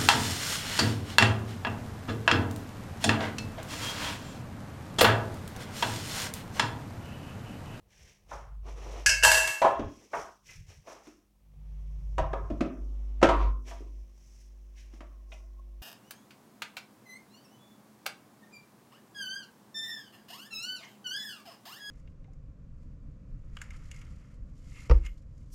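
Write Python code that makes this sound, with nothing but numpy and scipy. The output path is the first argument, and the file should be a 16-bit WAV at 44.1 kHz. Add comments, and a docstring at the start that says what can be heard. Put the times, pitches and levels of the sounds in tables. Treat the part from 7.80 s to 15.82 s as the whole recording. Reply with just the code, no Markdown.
"""A steel spoon is dropped into a steel bowl and rattles, in a small tiled kitchen: both ring as sums of decaying modes.
A plastic lid is pressed on a jar, the jar is carried to a mixer base and locked, and switches click: rough
contacts excite damped modes and broadband noise. Dense noise tails echo these struck sounds.
Hands, sleeves and sliding are coloured noise, handling bumps are low noise, and mains hum is a harmonic
series. A far steady tone, a faint low drone and microphone hiss lie beneath."""
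import sys
import numpy as np
from scipy import signal
from scipy.fft import rfft, irfft
from scipy.io import wavfile
from scipy.ndimage import uniform_filter1d

SR = 44100
rng = np.random.default_rng(int(sys.argv[2]) if len(sys.argv) > 2 else 0)


def gain_from_db(level_db):
    """Convert decibel levels to linear amplitude factors (20 dB per decade)."""
    decades = np.asarray(level_db, float) / 20
    return 10 ** decades


def int16_out(signal):
    """Quantize to a 16-bit WAV file."""
    q = np.round(np.clip(np.atleast_2d(signal).T, -1, 1) * 32767)
    wavfile.write(sys.argv[1], SR, q.astype(np.int16))


N = 353682  # samples


def evened(x):
    """Normalisation: scales a signal to unit rms."""
    return x / np.sqrt(np.mean(x ** 2) + 1e-20)


def read(points, hz):
    """Interpolation along logarithmic frequency."""
    f, value = np.transpose(points)
    return np.interp(np.log(hz + 1), np.log(f + 1), value)


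def along(rows):
    """Linear interpolation in time: every column of a curve, sample by sample."""
    s, *columns = np.transpose(rows)
    return [np.interp(np.arange(N) / SR, s, column) for column in columns]


def add(mix, s, sound):
    """Superposition: adds a sound to the mix at time s, in place."""
    part = mix[round(s * SR):][:len(sound)]
    part += sound[:len(part)]


def coloured(points, size, grain_db=0):
    """Spectral shaping of white noise, whose level may flicker every few milliseconds; unit rms."""
    flicker = gain_from_db(grain_db * evened(uniform_filter1d(rng.standard_normal(size), size=300)))
    white = rng.standard_normal(size) * flicker
    shape = gain_from_db(read(points, np.fft.rfftfreq(size, 1 / SR)))
    return evened(irfft(rfft(white) * shape, size))


def swells(start, length, rise_db_per_s, fall_db_per_s, swell_db=0):
    """Exponential rise, hold and fall of each event, in dB under its peak, one value per millisecond."""
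    t = np.arange(0, N / SR + .01, .001) - start[:, None]
    length = np.maximum(length, .002)[:, None]
    held = swell_db * (np.clip(t / length, 0, 1) - 1)
    return held + rise_db_per_s * np.minimum(t, 0) - fall_db_per_s * np.maximum(t - length, 0)


def summed(event_db):
    """Energy addition: powers of overlapping events add; returns the gain sample by sample."""
    gain = np.sqrt((gain_from_db(np.maximum(event_db, -200)) ** 2).sum(0))
    return np.interp(np.arange(N) / SR, np.arange(len(gain)) / 1000, gain)


def ring(modes, length_s, rise_s, rough, scatter_db, weight_db=0):
    """Modal superposition: each blow favours other modes, and loose contact makes them flutter."""
    hz, db, t60 = np.transpose(modes)[:, :, None]
    t = np.arange(round(length_s * SR)) / SR
    chance = rng.standard_normal((2, len(hz), 1))
    # a new flutter value every 9 ms, joined by straight lines
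    steps = rng.standard_normal((2, len(hz), len(t) // 400 + 2))
    at, part = np.divmod(np.arange(len(t)), 400)
    part = part / 400
    in_phase, quadrature = steps[:, :, at] * (1 - part) + steps[:, :, at + 1] * part
    turn = 2 * np.pi * hz * t + .5 * chance[1]
    tones = (1 + rough * in_phase) * np.sin(turn) + rough * quadrature * np.cos(turn)
    level = gain_from_db(db + weight_db + scatter_db * chance[0] - 60 * t / np.maximum(t60, .02))
    start = 1 - np.exp(-t / rise_s)
    return start * (level * tones).sum(0) / np.linalg.norm(gain_from_db(db + weight_db))


# mains fundamental, picked up while a hand is near metal or the cable: t/s, rms level/dB
MAINS = [(0.4, -88), (0.54, -44.5), (0.67, -51), (0.742, -40.5), (1.442, -39.5), (1.664, -46),
         (1.776, -76.5), (3.52, -71), (3.9, -40.5), (4.38, -33), (4.76, -38), (4.84, -37.5), (4.93, -49),
         (5.02, -34.5), (5.38, -33.5), (5.65, -22.5), (5.71, -26), (5.85, -42), (6.235, -41), (6.25, -49.5),
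         (6.41, -54), (6.77, -48), (8.02, -44)]
# odd overtones of the mains: t/s, rms level of the 3rd/dB, 5th/dB, 7th/dB
OVERTONES = [(0, -85, -94, -88), (3.5, -90.5, -88.5, -91.5), (3.8, -57, -75.5, -85), (4.6, -53, -77, -67),
             (5.0, -62.5, -66, -67), (5.7, -68, -58, -69), (6.2, -105, -71.5, -72), (6.4, -87, -77, -78.5),
             (8.02, -82, -73, -71)]
# 11th and 13th overtones: level relative to the 7th/dB
UPPER_DB = [-9, -12.5]


def hum():
    """Harmonic series: a mains tone with odd overtones, plus the tone of a steady appliance in the house."""
    mains_hz, far_hz, far_db = 49.9, 200.6, -76.5
    turn = 2 * np.pi * np.arange(N) / SR
    levels = along(MAINS) + along(OVERTONES)
    mains = sum(gain_from_db(db) * np.sin((2 * k + 1) * mains_hz * turn) for k, db in enumerate(levels))
    upper = sum(gain_from_db(levels[-1] + db) * np.sin(k * mains_hz * turn) for k, db in zip((11, 13), UPPER_DB))
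    far = gain_from_db(far_db) * np.sin(far_hz * turn)
    return np.sqrt(2) * (mains + upper + far)  # sine peak from rms


# steady handling rumble: t/s, level/dB
STEADY_RUMBLE = [(0.0, -67), (0.42, -71), (0.53, -53.5), (1.7, -52.5), (1.77, -78), (2.6, -77),
                 (2.9, -69.5), (3.48, -77), (3.82, -54.5), (4.6, -56), (4.9, -61.5), (5.9, -62), (6.9, -71),
                 (8.02, -70)]
# jolts of the hand that holds the microphone: t/s, length/s, peak level/dB
JOLTS = [(.2, 0.063, -57.5), (1.29, 0.011, -43.5), (1.47, 0.015, -40.5), (.52, 0.05, -61),
         (1.85, 0.025, -59), (2.01, 0.047, -39), (2.37, 0.036, -54), (2.685, 0.023, -58.5),
         (2.79, .01, -45), (2.89, 0.0091, -50), (2.979, 0.009, -54.5), (4.2, .01, -41), (4.4, 0.018, -30),
         (4.5, 0.16, -46), (4.71, 0.024, -41), (5.45, 0.031, -34), (5.67, 0.022, -41), (7.01, .05, -66.5)]


def rumble():
    """Low-frequency handling noise: one lumpy noise under the combined power of steady level and jolts."""
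    spectrum = [(15, -28.5), (25, -2), (50, 2.5), (100, -0.5), (150, -5), (220, -25.5), (400, -72.0)]  # f/Hz, dB
    lumps = coloured(spectrum, N, grain_db=-1.5)
    start, length, db = np.transpose(JOLTS)
    jolts = summed(db[:, None] + swells(start, length, rise_db_per_s=401, fall_db_per_s=218.5))
    return np.hypot(gain_from_db(along(STEADY_RUMBLE)[0]), jolts) * lumps


# gestures of hands and sleeves: t/s, length/s, peak level/dB of fabric hiss, of rubbing, of sliding on stone
GESTURES = [(0.111, 0.18, -63.5, -63.5, -69.5), (.5, 0.034, -58.5, -58, -53),
            (.865, 0.024, -61, -58.5, -48), (0.974, 0.22, -57.5, -55.5, -46.5),
            (1.88, 0.37, -65, -68.5, -59), (2.334, 0.06, -52, -55.5, -43.5), (2.665, 0.05, -55, -59, -67.5),
            (2.884, 0.021, -60.5, -61, -63.5), (3.071, 0.047, -58, -59.5, -51.5),
            (3.241, 0.032, -63.5, -67, -64), (5.5, 0.13, -66.5, -53.5, -44),
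            (5.871, 0.016, -55, -54.5, -52.5), (6.378, 0.24, -67.5, -76, -82),
            (6.971, 0.014, -63, -61.5, -78.5), (7.131, 0.017, -67, -69, -65),
            (7.509, 0.027, -63.5, -86, -67)]
# faint rustle between the gestures: t/s, level/dB of hiss, of rubbing, of sliding
STEADY_RUSTLE = [(0, -94, -86.5, -77.5), (3.55, -96.5, -90.5, -83), (3.91, -83, -78.5, -72.5),
                 (4.4, -76, -78, -71), (5.0, -77.5, -76.5, -64.5), (5.4, -80.5, -77, -69),
                 (6.2, -78, -81.5, -77.5), (8.02, -85, -82.5, -77)]
# spectrum of fabric hiss: f/Hz, relative level/dB
HISS_SPECTRUM = [(2470, -40), (4200, -15.5), (4830, -10), (5250, -2.5), (5780, 0.5), (7230, -9.5),
                 (8500, -14.5), (14900, -25), (16000, -35)]
# spectrum of rubbing skin: f/Hz, relative level/dB
RUB_SPECTRUM = [(760, -29.5), (1300, -19.5), (1570, -3.5), (2350, -0.5), (3030, -3.5), (4800, -12.5),
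                (6240, -39.5), (10600, -120)]
# spectrum of the sliding jar: f/Hz, relative level/dB
SLIDE_SPECTRUM = [(100, -51), (170, -19.5), (419, -8), (476, -8), (1250, -17), (1500, -26), (1950, -57.5),
                  (3300, -120)]
# decay rate after a gesture, for hiss, rubbing and sliding in turn: rate/(dB/s)
FADE_DB_PER_S = [129, 133.5, 164.5]


def moves():
    """Friction noise: cloth hisses, skin rubs and the jar slides, each a band of noise with its own envelope."""
    hiss = coloured(HISS_SPECTRUM, N, grain_db=1.5)
    rub = coloured(RUB_SPECTRUM, N, grain_db=1.0)
    slide = coloured(SLIDE_SPECTRUM, N, grain_db=2.0)
    start, length, *peaks = np.transpose(GESTURES)
    out = np.zeros(N)
    for noise, peak_db, fade, steady_db in zip((hiss, rub, slide), peaks, FADE_DB_PER_S, along(STEADY_RUSTLE)):
        # a gesture sets in fast, then grows a little while it lasts
        envelope_db = swells(start, length, rise_db_per_s=594, fall_db_per_s=fade, swell_db=5.5)
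        gain = summed(peak_db[:, None] + envelope_db)
        out += np.hypot(gain, gain_from_db(steady_db)) * noise
    return out


# modes of jar, lid and plastic base together: f/Hz, relative level/dB, t60/s
JAR_MODES = [(250, -4, .09), (292, 0, .1), (332, -4, .09), (395, -9, .08), (556, -4, .12), (625, -3, .12),
             (663, 0, .11), (775, -8, .1), (955, -5, .16), (1050, -18, .7), (1155, -6, .15),
             (1270, -8, .12), (1480, -10, .1), (2050, -8, .06), (2500, -10, .05), (2770, -9, .03)]
# knocks and clicks on them: t/s, strength/dB, favoured f/Hz, spread/octaves (at least 0.25 is used),
# contact decay time/ms, treble level relative to strength/dB
KNOCK_EVENTS = [(0.512, -33.5, 790, 0.76, 53, -24), (1.817, -13.5, 745, 0.58, 19.5, -15),
                (1.846, -9.5, 687, 0.71, 25, -24), (1.994, -21.5, 300, 0.88, 12, -21.5),
                (2.333, -23.5, 871, 0.88, 36, -37), (2.69, -47.5, 2343, 0.17, 39, -17),
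                (3.072, -43.5, 700, 1.07, 72, -20), (3.269, -44, 374, 0.39, 7.2, -8.5),
                (4.381, -15, 621, 0.77, 8.4, -14), (4.532, -19, 671.5, 1.05, 5.8, -21.5),
                (4.701, -25.5, 330, 0.77, 11.7, -23.5), (4.807, -13, 294, 0.7, 7.2, -18),
                (4.86, -30, 302, 0.83, 7.97, -21), (5.415, -26.5, 596, 0.82, 24, -11),
                (5.427, -6.5, 420, 0.85, 13, -10), (5.488, -16, 893, 0.5, 14, -11.5),
                (5.911, -37.5, 650, 0.91, 9.4, -9.5), (6.006, -40.5, 397.3, 0.22, 2.6, -30),
                (7.136, -49.5, 268.8, 0.23, 6.7, -12), (7.206, -42.5, 473, 0.76, 5.8, -2),
                (7.518, -42, 2776, 0.41, 10, -12.5), (7.525, -53, 730, 0.26, 7, -30)]


def knocks():
    """Impact excitation: a short rough contact drives the modes near a favoured pitch, under a treble scuff."""
    out, t = np.zeros(N), np.arange(SR // 4) / SR
    scuff_spectrum = [(400, -2.5), (1200, 4), (3000, -6.0), (4500, -15.5), (6000, -14), (9000, -21.5),
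                      (16000, -34)]  # f/Hz, relative level/dB
    for s, db, hz, octaves, contact_ms, treble_db in KNOCK_EVENTS:
        octaves = max(octaves, .25)
        decay = np.exp(-1000 * t / max(contact_ms, .5))
        touch = (1 - np.exp(-t / .0005)) ** 2 * decay

        def near_db(f):
            """Gaussian weighting over log frequency: 6 dB down at one spread from the favoured pitch."""
            return -6 * (np.log2(f / hz) / octaves) ** 2

        mode_weights = near_db(np.array(JAR_MODES)[:, :1])
        body = ring(JAR_MODES, .35, .003, rough=.65, scatter_db=2., weight_db=mode_weights)
        thud_spectrum = [(f, near_db(f)) for f in np.geomspace(60, 16000, num=16)]
        thud = coloured(thud_spectrum, len(t)) * touch
        scuff = coloured(scuff_spectrum, len(t)) * (touch + 0.1 * touch ** 0.14)  # a faint slow tail
        add(out, s, gain_from_db(db + 6.5 - 10.63 * octaves) * body)  # a flat blow deadens the ring
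        add(out, s, gain_from_db(db - 7) * thud + gain_from_db(db + treble_db) * scuff)
    # plastic is soft: little top
    return signal.sosfilt(signal.butter(2, 7000., fs=SR, output="sos"), out)


# modes of the steel spoon: f/Hz, relative level/dB, t60/s
SPOON_MODES = [(1658, 0, .4), (1590, -8, .4), (2525, -10, .35), (2680, -8, .5), (2848, -5, .3),
               (4630, -10, .25), (4904, -12, .3), (5114, -7, .15), (5512, -12, .25), (5792, -11, .25),
               (6691, -16, .4), (7838, -17, .3), (9039, -19, .2), (9814, -17, .2), (10930, -25, .2)]
# modes of the steel bowl: f/Hz, relative level/dB, t60/s
BOWL_MODES = [(641, -7, .45), (510, -14, .35), (860, -10, .4), (950, -8, .4), (1020, -11, .4),
              (1589, -6, .5), (1615, -5, .5), (1683, 0, .6), (1810, -11, .45), (1960, -13, .45),
              (2680, 2, .6), (2778, -8, .6), (3133, -18, .5), (3290, -27, 1.6), (4290, -14, .55),
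              (4897, -12, .45), (5815, -10, .5), (7375, -16, .5), (7445, -13, .5), (7854, -15, .55),
              (9685, -19, .4), (9808, -18, .4), (11130, -22, .5), (11780, -25, .45)]
# touches of steel on steel: t/s, spoon ring level/dB, bowl ring level/dB, crack level/dB
TOUCHES = [(1.261, -20, -36, -13.5), (1.292, -23, -33, -18.5), (1.426, -28.5, -33.5, -30),
           (1.434, -29.5, -15, -16), (1.448, -27.5, -14, -14.5), (1.476, -32, -23, -21.5),
           (1.515, -29.5, -18.5, -18), (1.545, -34, -23.5, -23.5), (1.574, -37.5, -28, -23),
           (1.674, -45.5, -36, -26.5)]
# crack spectrum of the spoon: f/Hz, relative level/dB
SPOON_CRACK = [(530, -74.5), (900, -42), (1660, -9.5), (2330, -14.5), (2890, -9.5), (3590, -28),
               (5220, -6.5), (13800, -35), (15700, -66.5)]
# crack spectrum of the bowl: f/Hz, relative level/dB
BOWL_CRACK = [(210, -46.5), (350, -16.5), (1360, -12.5), (1630, -4), (2240, -15), (2750, -12.5),
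              (4040, -13.5), (7670, -11.5), (12800, -22), (15000, -30.5), (15700, -59.5)]


def clinks():
    """Modal radiation: spoon and bowl ring at each touch, over a noise crack for their dense high modes."""
    out, t = np.zeros(N), np.arange(SR // 2) / SR
    # random peaks over frequency make the dense modes stand out of the shimmer
    peaks = gain_from_db(6 * evened(uniform_filter1d(rng.standard_normal(len(t) // 2 + 1), size=12)))
    for s, spoon_db, bowl_db, crack_db in TOUCHES:
        add(out, s, gain_from_db(spoon_db) * ring(SPOON_MODES, .4, .0006, rough=.7, scatter_db=2.))
        add(out, s, gain_from_db(bowl_db) * ring(BOWL_MODES, .7, .0006, rough=.45, scatter_db=2.))
        spoon_share = 1 / (1 + gain_from_db(2 * (bowl_db - spoon_db)))  # of the ringing power
        dense = spoon_share * coloured(SPOON_CRACK, len(t)) + (1 - spoon_share) * coloured(BOWL_CRACK, len(t))
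        peaky = evened(irfft(rfft(dense) * peaks, len(t)))
        contact = gain_from_db(-60 * t / 0.026) * dense
        shimmer_t60 = 0.52 - 0.18 * spoon_share  # s; the spoon dies sooner
        shimmer = gain_from_db(-7.5 - 60 * t / shimmer_t60) * peaky
        onset = 1 - np.exp(-t / .0008)
        add(out, s, gain_from_db(crack_db) * onset * (contact + shimmer))
    return out


# reverberation of the kitchen: f/Hz, t60/s
KITCHEN_DECAY = [(100, 0.5), (300, 0.55), (600, 0.36), (1200, 0.5), (3000, 0.32), (8000, 0.12),
                 (16000, 0.17)]


def kitchen(x):
    """Statistical reverberation off tiles and stone: three noise tails, each band with its own decay, take turns."""
    hz, t, z = signal.stft(rng.standard_normal((3, SR // 2)), SR, nperseg=256)
    decay = gain_from_db(-60 * t / read(KITCHEN_DECAY, hz)[:, None])
    tails = signal.istft(z * decay, SR, nperseg=256)[1]
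    # the first echoes come 130 samples (3 ms) late
    tails = np.pad(tails, ((0, 0), (130, 0))) / np.linalg.norm(tails, axis=1, keepdims=True)
    # the tails change over as things move
    phase = np.pi * (2.3 * np.arange(N) / SR + np.arange(3)[:, None] / 3)
    turns = np.sqrt(2 / 3) * np.cos(phase)
    return signal.fftconvolve(x * turns, tails, axes=1)[:, :N].sum(0)


# drone that comes up near the wall: t/s, level/dB
DRONE_LEVEL = [(3.599, -95.5), (4.2, -83), (6.3, -86.5), (6.7, -91), (7.3, -74.5), (8.02, -77)]


def drone():
    """Narrow-band noise: two faint fuzzy bands with a strongly flickering level."""
    bands = [(450, -40.0), (600, -3), (750, -12.5), (950, -18), (1080, 2.0), (1250, -38)]  # f/Hz, relative level/dB
    return gain_from_db(along(DRONE_LEVEL)[0]) * coloured(bands, N, grain_db=5.0)


def scene():
    """Superposition of direct struck sound, its reverberation and everything close to the microphone."""
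    steel, plastic = clinks(), knocks()
    struck = steel + plastic + kitchen(gain_from_db(-10.5) * steel + gain_from_db(-6.5) * plastic)
    return (struck + moves() + rumble() + drone() + hum())[None]


def suppressed(x):
    """Downward expansion: lowers each band that falls well under its recent peak, so tails end early."""
    hz, t, z = signal.stft(x, SR, nperseg=512, noverlap=384)
    power = uniform_filter1d(abs(z) ** 2, size=9, axis=1)  # over frequency
    power = uniform_filter1d(power, size=13, axis=2)  # over time
    level_db = 10 * np.log10(abs(power) + 1e-14)
    forget_db = 58.0 * t  # the remembered peak sinks at 58 dB/s
    peak_db = np.maximum.accumulate(level_db + forget_db, axis=2) - forget_db
    under_db = peak_db - level_db
    cut_db = np.clip(under_db - 13.0, 0, 14) * (hz > 170)[:, None]
    return signal.istft(z * gain_from_db(-cut_db), SR, nperseg=512, noverlap=384)[1][:, :N]


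def band_limit(x):
    """A steep low-pass at the top of the band."""
    return signal.sosfilt(signal.butter(12, 16510, fs=SR, output="sos"), x)


def record(dry):
    """Transduction: white microphone self-noise is added, then the tails are suppressed."""
    self_noise = gain_from_db(-80) * rng.standard_normal(dry.shape)
    heard = suppressed(dry + self_noise)
    return band_limit(heard)


dry = scene()
out = record(dry)
int16_out(out)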